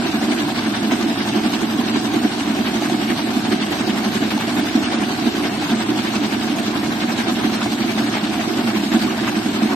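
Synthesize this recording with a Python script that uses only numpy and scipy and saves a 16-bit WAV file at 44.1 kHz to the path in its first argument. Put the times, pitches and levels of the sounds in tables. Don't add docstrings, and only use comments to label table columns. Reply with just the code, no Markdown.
import sys
import numpy as np
from scipy import signal
from scipy.fft import rfft, irfft
from scipy.io import wavfile
from scipy.ndimage import uniform_filter1d

SR = 44100
rng = np.random.default_rng(int(sys.argv[2]) if len(sys.argv) > 2 else 0)


def materialize(psi):
    bounded = np.clip(np.atleast_2d(psi).T, -1, 1)
    quanta = np.round(bounded * 32767).astype(np.int16)
    wavfile.write(sys.argv[1], SR, quanta)


def level_to_linear(level):
    exponent = np.asarray(level, float) / 20
    return 10 ** exponent


N = 429975
WHISK_HZ, ORBIT_HZ, ROTOR_HZ = 11.487, 3.35, 118.5
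GEAR_TEETH, WHISK_WIRES = 19, 6


def rms_one(x):
    return x / np.sqrt(np.mean(x ** 2) + 1e-20)


def at_hz(points, hz):
    table_hz, value = np.transpose(points)
    return np.interp(np.log(hz), np.log(table_hz), value)


def drift(rate_hz):
    r = np.exp(-2 * np.pi * rate_hz / SR)
    noise = rng.standard_normal(N + SR)
    return rms_one(signal.lfilter([1], [1, -2 * r, r * r], noise)[SR:])


def sides(lean_db):
    return level_to_linear(np.multiply.outer([.5, -.5], lean_db))


def resonance(x, hz, width_hz):
    r = np.exp(-np.pi * abs(width_hz) / SR)
    zeros = np.array([1, 0, -1]) * (1 - r * r) / 2
    poles = [1, -2 * r * np.cos(2 * np.pi * hz / SR), r * r]
    return signal.lfilter(zeros, poles, x)


# frequency in Hz, correlation from 0 to 1.
LIKENESS = [(60, 0.78), (220, 0.97), (370, 1), (620, 0.77), (1000, 0.65), (1750, 0.091), (2400, 0.36),
            (3300, 0.074), (6300, 0.053), (13000, 0.19)]
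# frequency in Hz, lead in radians.
LEAD = [(0, 0.01), (300, 0.15), (1380, 1.04), (1640, 0.083), (2410, 8.25), (2930, 5.9), (3880, 4.9),
        (5000, 7.35), (7410, 11.1), (9470, 12.2), (14000, 1.4)]


def pair(gain):
    hz = np.maximum(np.fft.rfftfreq(N, 1 / SR), 1)
    mid, side = rfft(rng.standard_normal((2, N)) * gain)
    alike = np.clip(at_hz(LIKENESS, hz), -1, 1)
    lead_rad = np.interp(hz, *np.transpose(LEAD))
    lead = np.exp(.5j * np.multiply.outer([1, -1], lead_rad))
    mix = np.sqrt(1 + alike) * mid + np.sqrt(1 - alike) * side * [[1], [-1]]
    return hz, lead * mix / np.sqrt(2)


# frequency in Hz, left over right in dB.
LEAN = [(60, -6.5), (500, 5), (730, -3), (1200, 0.1), (2200, 1.5), (4100, -1), (6500, 4.5), (8700, -20),
        (10200, 0), (12500, -6)]


def coloured(gain, spectrum, flutter_db, octaves):
    hz, both = pair(gain)
    both = both * rms_one(level_to_linear(at_hz(spectrum, hz))) * sides(at_hz(LEAN, hz))
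    octave = np.clip(np.log2(hz / 500), 0, octaves - 1)
    out = 0
    for k in range(octaves):
        band = irfft(both * np.clip(1 - abs(octave - k), 0, 1), N)
        flutter = level_to_linear(flutter_db * drift(40.0))
        out = out + flutter * rms_one(gain) ** (-.15 * abs(k - 2)) * band
    return out


# frequency in Hz, density in dB per Hz.
RUMBLE = [(15, -67), (25, -79), (54, -16), (108, -1.5), (167, -0.5), (210, -3), (270, -12), (460, -120)]


def motor():
    t = np.arange(N) / SR
    rotor = np.sin(2 * np.pi * (ROTOR_HZ * t + 0.15 * drift(0.62)))
    rotor = rotor * level_to_linear(-42.5 + 2.0 * drift(1.7))
    throb = 1 + 0.95 * np.cos(2 * np.pi * WHISK_HZ * t + 1.1)
    mesh = np.sin(2 * np.pi * (GEAR_TEETH * WHISK_HZ * t + 0.19 * drift(3.0)))
    mesh = mesh * level_to_linear(-28.5 + 1.8 * drift(4.1)) * throb
    rumble = level_to_linear(-36.0) * coloured(np.ones(N), RUMBLE, flutter_db=.3, octaves=1)
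    return rumble + rotor * sides(-3.0)[:, None] + mesh * sides(-1.8)[:, None]


# frequency in Hz, width in Hz, rms level in dB, left over right in dB.
BOWL = [(599, 10, -55, 4), (773, 5, -48, 2), (876, 16, -51, 0), (894, 6, -47, 1), (1090, 20, -58, 1),
        (1519, 16, -53, 3)]


def bowl():
    orbit = np.cos(2 * np.pi * ORBIT_HZ * np.arange(N) / SR - 1.4)
    rub = level_to_linear(1.3 * orbit) * rng.standard_normal(N)
    out = np.zeros((2, N))
    for hz, width_hz, level_db, lean_db in BOWL:
        ring = resonance(resonance(rub, hz, width_hz), hz, 3 * width_hz)
        out += level_to_linear(level_db) * sides(lean_db)[:, None] * [[1], [-1]] * rms_one(ring)
    return out


FIRST_STROKE_S, STROKE_JITTER_S = 0.061, 0.0027
SPATTER_DB, SPATTER_SPREAD_DB = -27.5, 0.6
THUMP_DB, THUMP_SPREAD_DB = -20.5, 2.0
# time in seconds, spatter in dB, thump in dB.
ODD_STROKES = [(0.313, -25.5, -15.5), (0.669, -28, -20), (0.926, -27, -17.5), (1.287, -26, -32),
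               (1.454, -26, -17.5), (1.962, -25, -20), (2.244, -28.5, -15.5), (2.326, -29.5, -32),
               (2.405, -28, -33), (2.499, -29.5, -18), (3.279, -28.5, -19), (3.531, -25, -15.5),
               (3.732, -24, -20.5), (3.887, -26, -18), (4.319, -27, -22), (4.582, -26.5, -18),
               (4.932, -25, -23), (5.27, -27.5, -16), (5.715, -27, -20.5), (6.063, -27, -26),
               (6.587, -27.5, -16), (7.027, -26, -18), (7.291, -26.5, -17), (7.454, -27.5, -16.5),
               (7.992, -26, -26), (8.161, -25, -21), (8.499, -29, -16.5), (8.687, -27, -29),
               (8.946, -25, -16.5), (9.636, -28, -18)]


def stroke_rows():
    turns = np.arange(int(N / SR * WHISK_HZ) + 1)
    rows = rng.standard_normal((len(turns), 3)) * [STROKE_JITTER_S, SPATTER_SPREAD_DB, THUMP_SPREAD_DB]
    rows += [FIRST_STROKE_S, SPATTER_DB, THUMP_DB]
    rows[:, 0] += turns / WHISK_HZ
    for row in ODD_STROKES:
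        rows[round((row[0] - FIRST_STROKE_S) * WHISK_HZ)] = row
    return rows


def strokes(rows, column, between_db, rise_s, fall_s, late_s):
    t = np.arange(N) / SR
    churn = level_to_linear(2 * between_db)
    power = np.full(N, churn)
    for row in rows:
        near = slice(max(int((row[0] - .1) * SR), 0), int((row[0] + .15) * SR))
        since_s = t[near] - row[0] - late_s
        extra = max(level_to_linear(2 * row[column]) - churn, 0)
        power[near] += extra * np.exp(-(since_s / np.where(since_s < 0, rise_s, fall_s)) ** 2)
    return np.sqrt(power)


# frequency in Hz, density in dB per Hz.
SPATTER = [(260, -25), (450, -7.5), (476, -14), (564, -9.5), (726, -5), (935, -7.5), (1390, -9.5),
           (1550, -7.5), (1940, -10.5), (3990, -11.5), (7100, -20.5), (8640, -26.5), (10100, -29.5),
           (12300, -22.5), (13000, -27.5)]


def spatter(rows):
    t = np.arange(N) / SR
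    orbit = np.cos(2 * np.pi * ORBIT_HZ * t - 1.3)
    wires = np.cos(2 * np.pi * WHISK_WIRES * WHISK_HZ * t)
    clumps = level_to_linear(1.1 * drift(300.0) + 0.46 * orbit + 0.7 * wires)
    swell = strokes(rows, column=1, between_db=-32.0, rise_s=0.02, fall_s=0.021, late_s=0.00072)
    return level_to_linear(4.0) * coloured(swell * clumps, SPATTER, flutter_db=1.55, octaves=6)


# frequency in Hz, width in Hz, level in dB, left over right in dB.
HOUSING = [(220.6, 46.6, -1.5, -2), (240.2, 24, -1, -1), (251.2, 16, -4.5, -7), (292.7, 44, -0.5, -0.5),
           (326.2, 49.3, -4, -7), (371, 11, -12.5, -14), (376.3, 26, -10, -10), (415.6, 12.6, -16, -16.5),
           (433, 18, -18, 3.5), (672, 58, -16.5, 2), (738, 46, -13, -4)]


def housing(rows):
    gain = strokes(rows, column=2, between_db=-23.5, rise_s=0.014, fall_s=0.02, late_s=-0.001)
    hz, shake = pair(gain * level_to_linear(2.22 * drift(77.0)))
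    power = 0
    for top_hz, width_hz, level_db, lean_db in HOUSING:
        peak = 1 / (1 + (2 * (hz - top_hz) / width_hz) ** 2)
        power = power + (level_to_linear(level_db) * sides(lean_db)[:, None] * peak) ** 2
    cepstrum = irfft(np.log(power) / 2, N)
    cepstrum[:, 1:N // 2] *= 2
    cepstrum[:, N // 2:] = 0
    return level_to_linear(23.5) * irfft(shake * np.exp(rfft(cepstrum)), N)


# start in seconds, peak in dB, frequency in Hz.
TICKS = [(0.214, -12, 725), (0.306, -20, 738), (0.501, -13, 730), (0.829, -19, 720), (0.918, -7, 681),
         (2.132, -18, 775), (2.551, -9, 670), (2.742, -17, 738), (2.822, -8.5, 740), (2.898, -8.5, 738),
         (3.269, -17, 695), (3.449, -17, 705), (3.876, -15, 725), (3.96, -14, 676), (4.377, -9.5, 854),
         (4.48, -12, 660), (4.917, -15, 724), (5.097, -21, 820), (5.353, -18, 1560), (5.624, -9, 796),
         (5.685, -20, 689), (7.184, -12, 790), (7.66, -10.5, 710), (8.394, -13, 685), (8.937, -11, 790),
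         (9.178, -10, 666), (9.274, -14, 1180), (9.627, -17, 675)]


def ticks():
    out = np.zeros(N)
    for start_s, peak_db, hz in TICKS:
        start = round(start_s * SR)
        t = np.arange(min(600, N - start)) / SR
        ring = np.sin(2 * np.pi * hz * t) * np.exp(-t / 0.0053)
        scrape = 0.8 * rng.standard_normal(len(t)) * np.exp(-t / 0.002)
        out[start:start + len(t)] += level_to_linear(peak_db - 6.5) * (ring + scrape)
    return signal.sosfilt(signal.butter(2, [400, 6000.0], "band", fs=SR, output="sos"), out)


def scene():
    rows = stroke_rows()
    return motor() + bowl() + spatter(rows) + housing(rows) + ticks()


def patches(shape, tall, long):
    chance = rng.standard_normal(shape[1:]) + 1.3 * rng.standard_normal(shape)
    for axis, size in ((1, tall), (2, long)):
        for _ in range(2):
            chance = uniform_filter1d(chance, size, axis)
    return rms_one(chance)


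# time in seconds, length in seconds, depth in dB.
STARVED = [
    (1.76, .03, 8),
    (1.95, 0.035, 10),
    (2.6, .03, 6),
    (3.6, 0.027, 10),
    (4.95, 0.093, 10),
    (5.507, .03, 10),
    (6.353, .03, 4),
    (8.173, 0.11, 11),
    (9.14, 0.036, 11),
]


def starving(s):
    short_db = 2.5 * drift(14.0)[np.minimum(s * SR, N - 1).astype(int)]
    for at_s, length_s, depth_db in STARVED:
        short_db = short_db + depth_db * np.exp(-((s - at_s) / length_s) ** 2)
    return short_db


# frequency in Hz, margin in spreads for the sum, for the difference.
MARGIN = [(150, 6, 1.2), (300, 6, 5), (1500, 5, 4), (1950, 2.4, 3.5), (2400, 3, 1.2), (3000, 2.2, 2.2),
          (5000, .9, 1.0), (7000, .4, .4), (8800, 1.3, 1.3), (9700, .2, .2), (10300, -.7, -.7),
          (11300, -.2, -.2), (12400, 1.1, 1.1), (13000, .6, .6)]


def muted(x):
    slope = np.cumsum(np.kaiser(1025, 4 * np.pi))
    slope = np.sqrt(slope[:-1] / slope[-1])
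    frame = dict(fs=SR, window=np.r_[slope, slope[::-1]], nperseg=2048, noverlap=1024)
    sum_diff = np.pad([x[0] + x[1], x[0] - x[1]], ((0, 0), (13, 0)))
    hz, s, cells = signal.stft(sum_diff, **frame)
    bin_hz = hz[:, None]

    def banded(bins):
        return patches(cells.shape, 2, 2)[:, ::bins].repeat(bins, 1)[:, :len(hz)]

    high = np.clip((bin_hz - 8800) / 1000, 0, 1)
    chance = banded(10) * (1 - .5 * high) + banded(32) * (.3 + .55 * high)
    starved = 0.15 * (high * np.clip((13500 - bin_hz) / 2000, 0, 1) + .07) * starving(s)
    table_hz, *margins = np.transpose(MARGIN)
    margin = np.array([np.interp(hz, table_hz, m) for m in margins])
    keep = chance + starved < margin[..., None]
    floor = np.clip(0.3 * np.log2(bin_hz / 600 + 1), 0, 1.3) * (bin_hz > 650)
    keep &= abs(cells) > uniform_filter1d(abs(cells), 25, 1) * floor
    coarse = level_to_linear(1.48 * patches(cells.shape, 24, 1) * (bin_hz > 900))
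    kept = cells * keep * coarse * (bin_hz < 13050)
    mid, side = signal.istft(kept, **frame)[1][:, 13:N + 13]
    return np.array([mid + side, mid - side]) / 2


def low_pass(x):
    return signal.sosfilt(signal.butter(12, 14370, fs=SR, output="sos"), x)


def record(dry):
    closing = np.clip((N - np.arange(N)) / SR / .003, 0, 1)
    mix = muted(dry * closing)
    return low_pass(mix)


dry = scene()
out = record(dry)
materialize(out)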